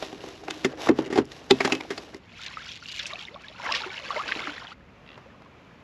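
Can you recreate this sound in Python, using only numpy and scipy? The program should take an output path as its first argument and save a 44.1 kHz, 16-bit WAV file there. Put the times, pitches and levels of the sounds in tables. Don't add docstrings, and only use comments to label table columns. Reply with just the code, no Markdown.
import sys
import numpy as np
from scipy import signal
from scipy.fft import rfft, irfft, next_fast_len
from scipy.io import wavfile

SR = 44100
rng = np.random.default_rng(int(sys.argv[2]) if len(sys.argv) > 2 else 0)


def waveform_to_disk(signal):
    frames = np.transpose(np.atleast_2d(signal))
    scaled = np.clip(frames, -1, 1) * 32767
    samples = np.round(scaled).astype(np.int16)
    wavfile.write(sys.argv[1], SR, samples)


N = 257103
T = np.arange(N) / SR

# frequency in Hz, level in dB.
RUMBLE_SPECTRUM = [(25, -38), (50, 2.5), (85, 1), (170, 1.5), (240, -1.5), (400, -14.5), (800, -21)]
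# frequency in Hz, level in dB.
FAR_WATER_SPECTRUM = [(200, -2), (450, -0.5), (800, -5), (1200, -4), (1600, -8), (2500, -8.5), (4000, -19),
                      (7000, -28.5), (8500, -41.5), (11000, -37), (14000, -52)]
# peak in seconds, level in dB, rise in seconds, fall in seconds.
FAR_LAPS = [(4.42, -44.5, 0.23, 0.18), (5.16, -54.5, 0.31, 0.22), (5.8, -55.5, 0.93, 0.35)]
# start in seconds, number of clicks, clicks a second.
REEL_TURN = (5.0635, 8, 75.5)
# frequency in Hz, level in dB, t60 in seconds.
PAWL_MODES = [(1970, -6, 0.019), (2740, 0, 0.018), (3340, -8.5, 0.021), (3830, -9, 0.011),
              (4570, -15, 0.011), (5200, -23, .006)]
# frequency in Hz, level in dB.
SNAP_SPECTRUM = [(1500, -12.5), (3000, 14), (5500, -18)]
# peak in seconds, spray in dB, slosh in dB,
# rise in seconds, settle in seconds.
STRIDES = [(2.52, -43.5, -52.5, 0.21, 0.27), (3.11, -41.5, -45.5, 0.092, 0.16),
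           (3.47, -48.5, -56, 0.078, 0.14), (3.732, -34, -35, 0.12, 0.18), (3.98, -39, -47.5, 0.065, 0.075),
           (4.168, -38, -39.5, 0.17, 0.58), (4.45, -40, -67, .2, 0.13)]
# peak in seconds, level in dB, rise in seconds, fall in seconds.
WAVELETS = [(2.44, -44, 0.067, 0.045), (2.69, -42.5, 0.066, 0.09), (2.88, -41, 0.06, 0.1),
            (2.97, -39, 0.065, 0.096), (3.21, -42.5, 0.032, 0.043)]
# frequency in Hz, level in dB.
SPRAY_SPECTRUM = [(600, -34), (1200, -19), (1900, -1), (3000, 1), (4200, -5.5), (5500, -8), (8000, -53)]
SLOSH_SPECTRUM = [(200, 2), (300, -11), (600, -1.5), (1100, 5.5), (1600, 4), (2600, -25)]
FIZZ_SPECTRUM = [(2500, -2), (4500, -1), (5500, -1), (7200, -3), (8300, -21.5), (10500, -12), (12500, -31),
                 (14500, -49)]
SHINGLE_SPECTRUM = [(900, -17), (1600, -9), (2600, 1.5), (4000, 1), (5500, -4.5), (7200, -7), (8500, -21),
                    (11000, -20.5), (14000, -44)]
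# start in seconds, level in dB, starting pitch in Hz.
BUBBLES = [(2.482, -28, 4000), (2.571, -22.5, 1272), (2.663, -31, 5160), (2.668, -32.5, 1510),
           (2.825, -33, 1410), (2.858, -27.5, 2740), (2.997, -16.5, 3550), (3.057, -21, 2570),
           (3.129, -29, 1150), (3.135, -21.5, 3770), (3.157, -24, 2560), (3.193, -24.5, 3220),
           (3.252, -26.5, 3600), (3.284, -27.5, 2080), (3.344, -32.5, 3580), (3.36, -31.5, 1115),
           (3.484, -27.5, 3740), (3.599, -28.5, 960), (3.667, -25, 1340), (3.69, -19.5, 1680),
           (3.724, -14, 2780), (3.724, -15.5, 5120), (3.742, -16, 1810), (3.82, -23, 3800),
           (3.845, -25, 2640), (3.862, -29.5, 372), (3.98, -23, 2740), (4.105, -16.5, 1135),
           (4.165, -19, 2090), (4.289, -20.5, 1530), (4.32, -15.5, 1900), (4.393, -21.5, 2160),
           (4.478, -30.5, 292), (4.495, -25, 1460), (4.58, -27, 1880), (4.67, -30, 3290),
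           (4.719, -41, 2930)]
# start in seconds, level in dB, centre in Hz, t60 in seconds.
SLAPS = [(2.463, -28, 3500, 0.047), (2.993, -29, 2550, 0.15), (3.065, -27, 5400, 0.053),
         (3.42, -46, 7000, 0.011), (3.664, -20.5, 1480, 0.031), (3.721, -15, 3100, 0.019),
         (3.747, -22, 3120, 0.16), (4.158, -27, 800, .04), (4.276, -41, 370, 0.33),
         (4.279, -25.5, 2850, 0.088), (4.321, -17.5, 1960, 0.03), (4.362, -35, 342, 0.18),
         (4.472, -24, 1170, 0.038), (4.476, -42, 410, 0.082), (4.648, -32.5, 1450, 0.025)]
# start in seconds, length in seconds,
# starting pitch in Hz, level in dB.
GULPS = [(2.585, 0.031, 1320, -46.5), (3.124, 0.036, 560, -44.5), (3.274, 0.077, 293, -54.5),
         (3.331, 0.057, 477, -48), (3.496, .027, 544, -51), (3.628, 0.027, 572, -44),
         (3.684, 0.042, 783, -32), (4.158, .028, 509, -32), (4.166, 0.053, 800, -33)]
# peak in seconds, level in dB, rise in seconds, fall in seconds.
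STROKES = [(0.025, -41.5, 0.062, 0.11), (0.28, -47, 0.13, 0.15), (0.58, -47, 0.16, 0.16),
           (0.85, -35, 0.057, 0.037), (0.98, -49.5, .03, 0.087), (1.33, -49, 0.056, 0.15),
           (1.68, -42.5, 0.18, 0.11), (1.96, -50, 0.3, 0.24)]
# time in seconds, level in dB.
DRAG_LEVEL = [(0.0, -46), (0.4, -49.5), (1.09, -42), (1.2, -50.5), (1.32, -52), (1.53, -51.5),
              (1.68, -43.5), (1.86, -47), (2.18, -55)]
# frequency in Hz, level in dB.
NYLON_SPECTRUM = [(400, -7), (700, 6.5), (1300, -1.5), (2200, -2.5), (3600, -4), (5600, -5), (7300, -14.5),
                  (8500, -19.5), (11000, -18), (14000, -39.5)]
# frequency in Hz, level in dB.
RUB_SPECTRUM = [(2300, -9.5), (2830, -1), (3250, -9), (3740, 0.0), (4600, -16)]
BOOM_SPECTRUM = [(80, -29), (200, -10.5), (300, 1.5), (600, -3.0)]
SCUFF_SPECTRUM = [(120, -21), (300, -9.5), (500, 8.0), (900, -3.5), (1800, -6.0)]
# start in seconds, clack in dB, panel thud in dB,
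# treble tilt in dB an octave, clatter t60 in seconds, pitch of the struck spot in Hz.
KNOCKS = [(0.025, -23, -28, -6, 0.041, 3740), (0.128, -34, -28, -2.5, 0.028, 715),
          (0.239, -31, -31.5, -17, 0.041, 850), (0.437, -30, -42, -5.5, 0.011, 730),
          (0.483, -18.5, -28, -7, 0.014, 1680), (0.508, -13, -31.5, -1, 0.0089, 3180),
          (0.647, -14.5, -11, -1, 0.045, 1830), (0.872, -16, -29, -6, 0.014, 1300),
          (0.8895, -10, -13.5, -4.5, 0.023, 1790), (0.893, -23, -3, -7, 0.017, 593),
          (0.988, -19.5, -11.5, -4.5, 0.031, 880), (1.06, -36, -28, -1, 0.073, 2080),
          (1.102, -38, -22.5, -1.5, 0.25, 950), (1.126, -27.5, -16.5, -2, 0.12, 2040),
          (1.157, -22, -17.5, -3.5, 0.092, 760), (1.176, -19.5, -12.5, -3, 0.078, 905),
          (1.185, -21.5, -7, -4, 0.053, 1480), (1.254, -42, -66, 12, .0084, 5130),
          (1.318, -32, -56, 0, 0.029, 3580), (1.509, -4.5, -5, -2.5, 0.026, 3640),
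          (1.605, -16.5, -18.5, -3.5, 0.076, 2240), (1.649, -11.5, -15, -2, 0.05, 1690),
          (1.676, -14, -33, -3.5, 0.018, 850), (1.698, -24.5, -36, -5, 0.074, 1240),
          (1.722, -13.5, -17.5, -1.5, 0.042, 2680), (1.751, -22, -27, -1, 0.022, 2940),
          (1.8093, -16.5, -44, -4.5, 0.0098, 2200), (1.85, -34, -46, -21, .029, 1210),
          (1.905, -25.5, -22, -1.5, 0.097, 1830), (1.978, -26.5, -34, -1.5, 0.037, 4520),
          (2.146, -26.5, -31, -1, 0.0055, 2060), (5.177, -35.5, -50, -6, 0.035, 1490),
          (5.421, -39, -65.5, -5, 0.012, 2320)]
# frequency in Hz, level in dB, t60 in seconds.
PANEL_MODES = [(86.7, -31, 0.33), (135.8, -21.5, 0.33), (178, -39, 0.055), (200, -12.5, .12),
               (236.4, -16, 0.22), (267.1, 0, 0.12), (320, 6.5, 0.063), (364.4, 7, 0.049),
               (391.6, 6, 0.078), (428, -8.5, 0.13), (471, -6, 0.074), (540, -16.5, 0.034)]
# frequency in Hz, width in Hz, level in dB.
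FRAME_MODES = [(651, 55, 1), (790, 62, 1), (970, 23, -6), (1161, 35, -1), (1660, 27, -8), (1870, 56, 0),
               (2090, 63, 0.5), (2400, 21, -9.5), (2583, 19, 3.5), (3030, 39, -31), (3550, 66, -13),
               (4260, 77, -14), (4950, 190, -4.5), (5540, 200, -5.5), (6380, 390, -20.5), (7030, 450, -5)]
# frequency in Hz, level in dB.
CLACK_SPECTRUM = [(150, -26), (450, 4), (900, 6.5), (2000, 5.5), (4000, 4.5), (6500, -2), (8000, -9),
                  (11000, -9), (14000, -47)]
# frequency in Hz, level in dB.
RATTLE_SPECTRUM = [(70, -29), (130, -16), (220, -4), (400, -9), (560, -9.5), (1200, -12.5)]

EDGE_HZ = 14300
HANDLING_END_S, WADING_END_S = 2.18, 4.73
FAR_FLOOR_DB = -58
STRIDE_SHAPE, SWELL_SHAPE = 1.03, 1.84
BUBBLE_T60_S, BUBBLE_SIZE_LAW = 0.041, 1
GULP_OCTAVES_PER_S = 15.74


def amp(db):
    return 10 ** (np.asarray(db) / 20)


def unit(x):
    return x / np.sqrt(np.mean(x ** 2) + 1e-20)


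def add(mix, start_s, sound):
    part = mix[max(round(start_s * SR), 0):][:len(sound)]
    part += sound[:len(part)]


def read(points, hz):
    point_hz, db = np.transpose(points)
    octave, known = np.log2(hz + 1), np.log2(point_hz + 1)
    beyond = abs(octave - np.clip(octave, known[0], known[-1]))
    return np.interp(octave, known, db) - 20 * beyond


def colour(x, points):
    size = next_fast_len(len(x))
    gain = amp(read(points, np.fft.rfftfreq(size, 1 / SR)))
    return unit(irfft(rfft(x, size) * gain, size)[:len(x)])


def flutter(rate_hz, depth_db):
    knots = rng.standard_normal(N // 20)
    return amp(depth_db * np.interp(T * rate_hz, np.arange(len(knots)), knots))


def clicks(per_s, spread_db):
    size = amp(spread_db * np.minimum(rng.exponential(1, N), 4)) * rng.choice([-1, 1], N)
    return size * (rng.random(N) < per_s / SR)


def swells(rows, shape):
    power = 0
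    for peak_s, db, rise_s, fall_s in rows:
        before = np.maximum((peak_s - T) / rise_s, 0) ** 2
        after = np.maximum((T - peak_s) / fall_s, 0) ** shape
        power = power + amp(db - 10 * (before + after)) ** 2
    return np.sqrt(power)


def until(end_s):
    return np.clip((end_s - T) * 100 + 1, 0, 1)


def crackle(per_s, points):
    t = np.arange(SR // 200) / SR
    ticks = np.zeros(N)
    for _ in range(8):
        tick = rng.standard_normal(len(t)) * np.exp(-t / .0007)
        ticks += signal.oaconvolve(clicks(per_s / 8, 3), tick)[:N]
    return colour(ticks, points)


def ping(hz, t60_s, rise):
    t = np.arange(int(t60_s * SR) + 8) / SR
    tone = np.sin(2 * np.pi * hz * (t + rise * t * t / (2 * t60_s)))
    return tone * 1000 ** (-t / t60_s) * (1 - np.exp(-t * hz * 2))


def froth(low_hz, high_hz, per_s, cycles, spread_db, rise, count=36):
    out = np.zeros(N)
    for hz in np.geomspace(low_hz, high_hz, count) * rng.uniform(.97, 1.03, count):
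        bubble = ping(hz, cycles * rng.uniform(1.0, 2.6) / hz, rise)
        out += signal.oaconvolve(clicks(per_s / count, spread_db), bubble)[:N] * np.sqrt(hz)
    return unit(out)


def shore(rumble_db=-55):
    air = colour(rng.standard_normal(N), RUMBLE_SPECTRUM) * flutter(26, 0.5)
    ticks = unit(clicks(400, 5.8))
    bubbles = froth(510, 3890, 240, 25, 6.4, 0.35, count=16)
    wash = colour(rng.standard_normal(N) + 0.28 * ticks + .15 * bubbles, FAR_WATER_SPECTRUM)
    return amp(rumble_db) * air + wash * np.hypot(amp(FAR_FLOOR_DB), swells(FAR_LAPS, SWELL_SHAPE))


def reel(click_db=-40, snap_t60_s=0.0049):
    start_s, teeth, per_s = REEL_TURN
    out, t = np.zeros(N), np.arange(SR // 20) / SR
    for k in range(round(teeth)):
        ring = np.zeros(len(t))
        for hz, db, t60_s in PAWL_MODES:
            ring += amp(db - 60 * t / t60_s) * np.sin(2 * np.pi * (hz * t + rng.random()))
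        snap = amp(-60 * t / snap_t60_s) * colour(rng.standard_normal(len(t)), SNAP_SPECTRUM)
        force = np.sqrt(np.sin(np.pi * (k + .5) / teeth))
        add(out, start_s + k / per_s, amp(click_db) * force * (ring + snap))
    return signal.sosfilt(signal.butter(6, 5300, fs=SR, output="sos"), out)


def gulps(width_hz=130, churn=.55):
    out = np.zeros(N)
    for start_s, length_s, start_hz, db in GULPS:
        size, pole = int(length_s * SR), np.exp(-np.pi * width_hz / SR)
        a, b = rng.standard_normal((2, size))
        wobble = signal.lfilter([1], [1, -2 * pole, pole * pole], a + 1j * b)
        pitch_hz = start_hz * 2 ** (GULP_OCTAVES_PER_S * T[:size])
        turn = np.exp(2j * np.pi * np.cumsum(pitch_hz) / SR)
        rough = (turn * (1 + churn * wobble / wobble.std())).real
        add(out, start_s, amp(db) * unit(rough * signal.windows.tukey(size, .5)))
    return out


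def plops(slap_db=-2, rise=0.033):
    out, t = np.zeros(N), np.arange(SR // 5) / SR
    for start_s, db, hz in BUBBLES:
        t60_s = BUBBLE_T60_S * (1000 / hz) ** BUBBLE_SIZE_LAW
        add(out, start_s, amp(db) * ping(hz, t60_s, rise))
    for start_s, db, hz, t60_s in SLAPS:
        band = [(hz / 3, -20), (hz * 0.69, -3), (hz, 0), (hz * 1.64, -6), (hz * 2.3, -24)]
        burst = colour(rng.standard_normal(len(t)), band) * (1 - np.exp(-t / 0.00007))
        add(out, start_s, amp(db + slap_db - 60 * t / t60_s) * burst)
    return signal.sosfilt(signal.butter(2, 7800, fs=SR, output="sos"), out)


def shallows(fizz_db=-14, plink_db=-2, drop_db=-3):
    spray = swells([(s, db, rise, settle) for s, db, _, rise, settle in STRIDES], STRIDE_SHAPE)
    slosh = swells([(s, db, rise, settle) for s, _, db, rise, settle in STRIDES], STRIDE_SHAPE)
    hiss = amp(-6) * rng.standard_normal((4, N))
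    small = colour(froth(1200, 6500, 1500, 30, 3.5, .22) + .7 * hiss[0], SPRAY_SPECTRUM)
    small += amp(drop_db) * crackle(160, SPRAY_SPECTRUM)
    plinks = amp(plink_db) * froth(1280, 4570, 120, 48, 4.3, 0.13, count=28)
    large = colour(froth(280, 1900, 300, 26, 2.5, .4), SLOSH_SPECTRUM)
    large += amp(-8) * colour(hiss[1], SLOSH_SPECTRUM)
    foam = colour(hiss[2] + 1.1 * unit(clicks(2000, 3.8)), FIZZ_SPECTRUM)
    wash = colour(hiss[3] + froth(1500, 6000, 700, 32, 3, .1, count=20), SHINGLE_SPECTRUM)
    wash = unit(wash + .7 * crackle(240, SHINGLE_SPECTRUM))
    surge = flutter(70, 1.8)
    stirred = (unit(small * surge + plinks) + amp(fizz_db) * unit(foam * surge)) * spray
    stirred += unit(large) * slosh
    lapping = unit(wash * surge[::-1]) * swells(WAVELETS, SWELL_SHAPE)
    return (stirred + lapping) * until(WADING_END_S)


def panel_ring(vary_db=2, swell_s=0.0036, low_hz=70):
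    t = np.arange(SR // 2) / SR
    ring = np.zeros(len(t))
    for hz, db, t60_s in PANEL_MODES:
        level, detune = rng.standard_normal(2)
        tone = np.sin(2 * np.pi * hz * (1 + 0.0091 * detune) * t + 0.37 * detune)
        ring += amp(db + vary_db * level - 60 * t / t60_s) * tone
    ring *= 1 - np.exp(-t / swell_s)
    ring = signal.sosfilt(signal.butter(3, low_hz, "high", fs=SR, output="sos"), ring)
    return ring / abs(ring).max()


def clack(tilt_db, t60_s, spot_hz, lead_s, ring_db=4, spot_db=6, spot_q=6,
          tail_db=-31, tail_t60_s=0.38, scrape_db=-11, scrape_s=0.0035):
    size = 16384
    t, hz = np.arange(size) / SR - lead_s, np.fft.rfftfreq(size, 1 / SR)
    scrape = amp(scrape_db) * np.exp(-abs(t) / scrape_s)
    chatter = amp(-60 * abs(t) / t60_s) + amp(tail_db - 60 * abs(t) / tail_t60_s)
    force = np.where(t < 0, scrape, chatter)
    frame = sum(amp(db + ring_db) / (1 + 2j * (hz - f) / width) for f, width, db in FRAME_MODES)
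    frame = frame / (1 + (hz / 8000) ** 8)
    spot = 1 + amp(spot_db) / (1 + 2j * spot_q * (hz / spot_hz - 1))
    tilt = amp(tilt_db * np.log2(np.clip(hz, 700, 9000) / 2000))
    body = (amp(read(CLACK_SPECTRUM, hz)) + frame) * spot * tilt
    body /= np.sqrt(np.mean(abs(body) ** 2))
    return irfft(rfft(force * rng.standard_normal(size)) * body)[:size * 3 // 4]


def handling(scuff_db=-2, rub_db=-7, tap_db=-9, taps_per_s=45):
    fibres = colour(rng.standard_normal(N), NYLON_SPECTRUM) + .7 * crackle(260, NYLON_SPECTRUM)
    rub = colour(rng.standard_normal(N), RUB_SPECTRUM)
    cloth = unit((fibres + amp(rub_db) * rub) * flutter(90, 1.5))
    boom = colour(signal.oaconvolve(clicks(830, 2.2), panel_ring())[:N], BOOM_SPECTRUM)
    scuff = colour(rng.standard_normal(N) * flutter(50.04, 5.5), SCUFF_SPECTRUM)
    taps = unit(signal.oaconvolve(clicks(taps_per_s, 1.3), clack(-3.5, 0.012, 3000, 0))[:N])
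    drag = boom + amp(scuff_db) * scuff + amp(tap_db) * taps
    drag *= amp(np.interp(T, *np.transpose(DRAG_LEVEL)))
    return (cloth * swells(STROKES, SWELL_SHAPE) + drag) * until(HANDLING_END_S)


def table(clack_db=-2.5, lag_s=0.001, rattle_db=-16, rattle_t60_s=0.077):
    out, t = np.zeros(N), np.arange(SR // 4) / SR
    lead_s = .015
    for start_s, hit_db, body_db, tilt_db, t60_s, spot_hz in KNOCKS:
        rattle = colour(rng.standard_normal(len(t)), RATTLE_SPECTRUM)
        rattle *= amp(rattle_db - 60 * t / rattle_t60_s) * (1 - np.exp(-t / 0.0039))
        add(out, start_s - lead_s, amp(hit_db + clack_db) * clack(tilt_db, t60_s, spot_hz, lead_s))
        add(out, start_s + lag_s, amp(body_db) * panel_ring())
        add(out, start_s + lag_s, amp(body_db) * rattle)
    return out


def scene():
    return (shore() + reel() + gulps() + plops() + shallows() + handling() + table())[None]


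def record(dry, notch_hz=9200, notch_q=5):
    ported = signal.lfilter(*signal.iirnotch(notch_hz, notch_q, SR), dry)
    rounded = ported / (1 + (ported / .92) ** 8) ** (1 / 8)
    band = signal.firwin(255, EDGE_HZ, window=("kaiser", 9), fs=SR)
    return signal.oaconvolve(rounded, band[None], "same")


dry = scene()
out = record(dry)
waveform_to_disk(out)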